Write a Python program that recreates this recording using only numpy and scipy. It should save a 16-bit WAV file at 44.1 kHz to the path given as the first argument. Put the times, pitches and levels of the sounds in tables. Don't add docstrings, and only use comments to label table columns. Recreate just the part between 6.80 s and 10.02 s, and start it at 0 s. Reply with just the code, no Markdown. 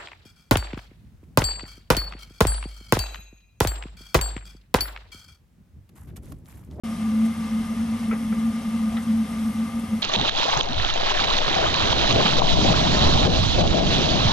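import sys
import numpy as np
from scipy.fft import rfft, irfft, next_fast_len
from scipy.io import wavfile
from scipy.ndimage import map_coordinates

SR = 44100
rng = np.random.default_rng(int(sys.argv[2]) if len(sys.argv) > 2 else 0)


def to_wav(sig):
    pcm = np.clip(np.atleast_2d(sig), -1, 1) * 32767
    pcm = np.round(pcm).astype(np.int16)
    wavfile.write(sys.argv[1], SR, pcm.T)


N = 142002
TIME = np.arange(N) / SR


def amp(db):
    return 10 ** (np.asarray(db) / 20)


def unit(x):
    return x / np.sqrt(np.mean(x ** 2) + 1e-20)


def along(points, hz):
    f, v = np.transpose(points)
    return np.interp(np.log(hz + 1), np.log(f + 1), v)


def wobble(rate):
    knots = rng.standard_normal(int(N * rate / SR) + 4)
    return map_coordinates(knots, [np.arange(N) * rate / SR])


def filtered(x, response):
    m = next_fast_len(N + SR // 2)
    return irfft(rfft(x, m) * response(np.fft.rfftfreq(m, 1 / SR)), m)[..., :N]


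def noise(gain):
    # frequency in Hz, correlation from 0 to 1.
    alike = [(60, 0.96), (220, 1), (500, 0.91), (1200, 0.71), (3000, 0.83), (6000, 0.52)]

    def mid_side_gain(hz):
        angle = np.arccos(np.clip(along(alike, hz), -1, 1)) / 2
        return gain(hz) * np.array([np.cos(angle), np.sin(angle)])

    mid, side = filtered(rng.standard_normal((2, N)), mid_side_gain)
    return unit(np.array([mid + side, mid - side]))


def near_noise(colour, tilt_db=0):
    def gain(hz):
        octaves = np.log2(np.maximum(hz, colour[0][0]))
        return amp(along(colour, hz) + tilt_db * octaves)

    return unit(filtered(rng.standard_normal(N), gain))


def resonances(rows, hz):
    power = 0
    for centre, width, db in rows:
        offset = (hz - centre) / width * 2
        power = power + amp(db) ** 2 / width / (1 + offset ** 2) ** 2
    return np.sqrt(power)


def tone(hz):
    return np.sqrt(2) * np.sin(2 * np.pi * (np.cumsum(hz) / SR + rng.random()))


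def chamber_hum():
    # time in seconds, level in dB before the overall trim.
    swells = [(0.04, -34), (0.136, -27.5), (0.171, -51), (0.19, -29), (0.255, -21), (0.31, -23.5),
              (0.435, -16.5), (0.515, -24), (0.545, -39), (0.625, -24), (0.66, -30.5), (0.703, -33.5),
              (0.72, -22.5), (0.81, -23), (0.86, -34), (0.92, -23), (0.954, -37), (0.985, -24), (1.05, -22),
              (1.07, -30.5), (1.1, -24), (1.16, -23.5), (1.185, -48), (1.215, -25.5), (1.25, -23.5),
              (1.27, -28.5), (1.298, -20), (1.39, -29.5), (1.495, -25), (1.522, -18.5), (1.548, -35.5),
              (1.575, -24.5), (1.685, -19), (1.728, -46), (1.75, -24), (1.785, -24), (1.825, -51),
              (1.885, -21.5), (1.912, -30.5), (1.945, -19), (1.98, -28), (2.03, -21.5), (2.08, -22),
              (2.113, -33), (2.148, -21.5), (2.251, -35.5), (2.31, -18), (2.38, -20), (2.403, -18.5),
              (2.463, -39.5), (2.52, -28), (2.69, -22), (2.728, -50), (2.77, -23.5), (2.825, -20),
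              (2.848, -28.5), (2.925, -33), (2.99, -22.5), (3.011, -47), (3.04, -25), (3.082, -57),
              (3.137, -19.5), (3.199, -37)]
    centre_hz, wander_hz, wander_rate = 222.95, 4.53, 40
    trim_db, flutter_db = -0.5, 0.94
    s, db = np.transpose(swells)
    swell = np.interp(TIME, s, amp(db))
    weakness = np.sqrt(swell.mean() / swell)
    pitch = centre_hz + wander_hz * weakness * wobble(wander_rate)
    return swell * amp(trim_db + flutter_db * wobble(55)) * tone(pitch)


def flame_rumble():
    # frequency in Hz, relative density in dB per Hz.
    rumble_colour = [(26, -33), (36, -3.5), (55, -8), (76, -1), (145, -8.5), (175, 2.5), (200, 1.5),
                     (222, -4), (246, 7), (256, -7.5), (290, -7), (318, -15.5), (380, -44), (700, -68)]
    level_db = -36.5
    return amp(level_db) * noise(lambda hz: amp(along(rumble_colour, hz)))


def burner():
    return chamber_hum() + flame_rumble()


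def air_rush():
    # frequency in Hz, relative density in dB per Hz.
    air_colour = [(150, -12), (350, -4), (480, -2), (600, -1), (780, 3), (860, -3.5), (1050, 1), (1500, -4),
                  (1850, -4.5), (2400, -6.5), (3250, -6), (4200, -12), (5500, -12), (7000, -18),
                  (9000, -14.5), (13000, -48)]
    level_db, waver_db, waver_rate = -43.5, 0.86, 13.0
    return amp(level_db + waver_db * wobble(waver_rate)) * noise(lambda hz: amp(along(air_colour, hz)))


def casing_ring():
    # centre in Hz, width in Hz, level in dB.
    casing_modes = [(93, 12, -47), (431, 35, -58.5), (527, 35, -54), (678.3, 12, -60), (1210, 62, -50),
                    (1970, 30, -69.5), (2071, 44, -57), (2160, 80, -59), (2705, 50, -62), (5500, 57, -67),
                    (6460, 45, -66.5)]
    total_level = np.linalg.norm(amp([db for _, _, db in casing_modes]))
    return total_level * noise(lambda hz: resonances(casing_modes, hz))


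def motor_tones():
    # multiple of the shaft rate, mid level in dB.
    orders = [(3, -50.5), (8, -76), (9, -63), (10, -63), (12, -65), (13, -54.5)]
    # mid frequency in Hz, mid level in dB.
    whines = [(120, -53.5), (721, -68.5), (2099, -62.5)]
    shaft_hz, drift = 90.6, 0.00073
    flutter_db, flutter_rate = 3, 14
    speed = 1 + drift * wobble(4.12)
    lines = [(k * shaft_hz, db) for k, db in orders] + list(whines)
    return sum(amp(db + flutter_db * wobble(flutter_rate)) * tone(hz * speed) for hz, db in lines)


def fine_hiss():
    # frequency in Hz, relative density in dB per Hz.
    hiss_colour = [(3000, -26), (6000, -3), (7300, -12), (8800, -1), (9400, 2), (10300, 7.5), (11200, 3.5),
                   (12000, -5), (12600, -12), (13000, -22)]
    level_db = -50
    return amp(level_db) * near_noise(hiss_colour)


def blower():
    return air_rush() + casing_ring() + motor_tones() + fine_hiss()


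def bumps():
    # start in seconds, level in dB, time to fall 60 dB in seconds,
    # brightness in dB per octave, upper reach in Hz, ring over thud in dB.
    hits = [(1.31, -35.5, 0.14, 7.5, 2750, 2), (1.314, -37, 0.23, -4, 2600, 2),
            (1.326, -37.5, 0.16, 1.5, 2600, -2), (1.522, -40, 0.19, 1, 2700, -2),
            (2.168, -33, 0.046, 11, 4080, -7.5), (2.171, -32, 0.094, 8, 2100, -4)]
    # centre in Hz, width in Hz, relative level in dB.
    bump_modes = [(429, 29, 2), (499, 16, -3.5), (1320, 41, -2), (1600, 99, -8), (1976, 42, -5.5),
                  (2290, 49, -12.5), (2580, 68, -17), (3300, 120, -13), (3680, 380, -12)]
    # frequency in Hz, relative density in dB per Hz.
    thud_colour = [(200, -31), (450, 3), (2000, 1), (2900, -8), (3900, -11), (5000, -22)]
    attack_s, scuff_db, scuff_rate = 0.0018, 1, 220
    out = np.zeros((2, N))
    for start, db, decay_s, bright_db, reach_hz, ring_db in hits:
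        def contact(hz):
            tilt = amp(bright_db * np.log2(np.clip(hz, 300, 4000)))
            return tilt / np.sqrt(1 + (hz / reach_hz) ** 20)

        t = np.maximum(TIME - start, 0)
        ring = noise(lambda hz: resonances(bump_modes, hz) * contact(hz))
        thud = noise(lambda hz: amp(along(thud_colour, hz)) * contact(hz))
        envelope = (1 - np.exp(-t / attack_s)) * np.exp(-np.log(1000) * t / decay_s)
        grain = amp(db + scuff_db * wobble(scuff_rate))
        out += grain * envelope * (thud + amp(ring_db) * ring)
    return out


def nudge():
    # frequency in Hz, relative density in dB per Hz.
    nudge_colour = [(30, -16), (80, 5), (140, -14), (350, -44), (750, -11), (1500, -60)]
    peak_s, spread_s, level_db = 2.135, 0.039, -36
    swell = np.exp(-((TIME - peak_s) / spread_s) ** 2)
    return amp(level_db) * swell * near_noise(nudge_colour)


def rubs():
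    # start in seconds, length in seconds, level in dB, brightness in dB per octave.
    strokes = [(0.446, 0.029, -48, -1), (2.183, 0.041, -52.5, 6), (2.22, 0.026, -47, -7),
               (2.47, 0.082, -53, 6), (2.526, 0.29, -52.5, 13), (2.987, 0.026, -50, 3)]
    # frequency in Hz, relative density in dB per Hz.
    rub_colour = [(4000, -18), (6000, -1), (7300, 0), (8600, 8.5), (10000, 6), (12000, 1.5), (13000, -20)]
    out = np.zeros(N)
    for start, length, db, bright_db in strokes:
        progress = np.clip((TIME - start) / length, 0, 1)
        stroke = np.sqrt(np.abs(np.sin(np.pi * progress)))
        out += amp(db) * stroke * near_noise(rub_colour, bright_db)
    return out


def scene():
    return burner() + blower() + bumps() + nudge() + rubs()


def record(dry):
    # frequency in Hz, left minus right in dB.
    balance = [(100, 0.4), (220, 0.6), (600, 0.9), (1200, 3), (2500, 2.5), (5000, 4), (8000, 3),
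               (10000, -0.5)]
    # frequency in Hz, lead of the left in radians.
    lead = [(200, 0.16), (700, 0.52), (2100, 0.5), (2700, 1.02), (5000, .5), (6700, 0.4), (7600, 0.43),
            (8550, 0), (9300, -1.5), (10250, -3.5), (11000, -4.5), (11800, -5.5)]
    open_s, fade_s, top_hz = 0.035, 0.002, 12900
    sides = np.array([[0.5], [-0.5]])

    def ports(hz):
        return amp(sides * along(balance, hz)) * np.exp(1j * sides * along(lead, hz))

    opening = np.clip((TIME - open_s) / fade_s, 0, 1)
    return filtered(opening * filtered(dry, ports), lambda hz: hz < top_hz)


dry = scene()
out = record(dry)
to_wav(out)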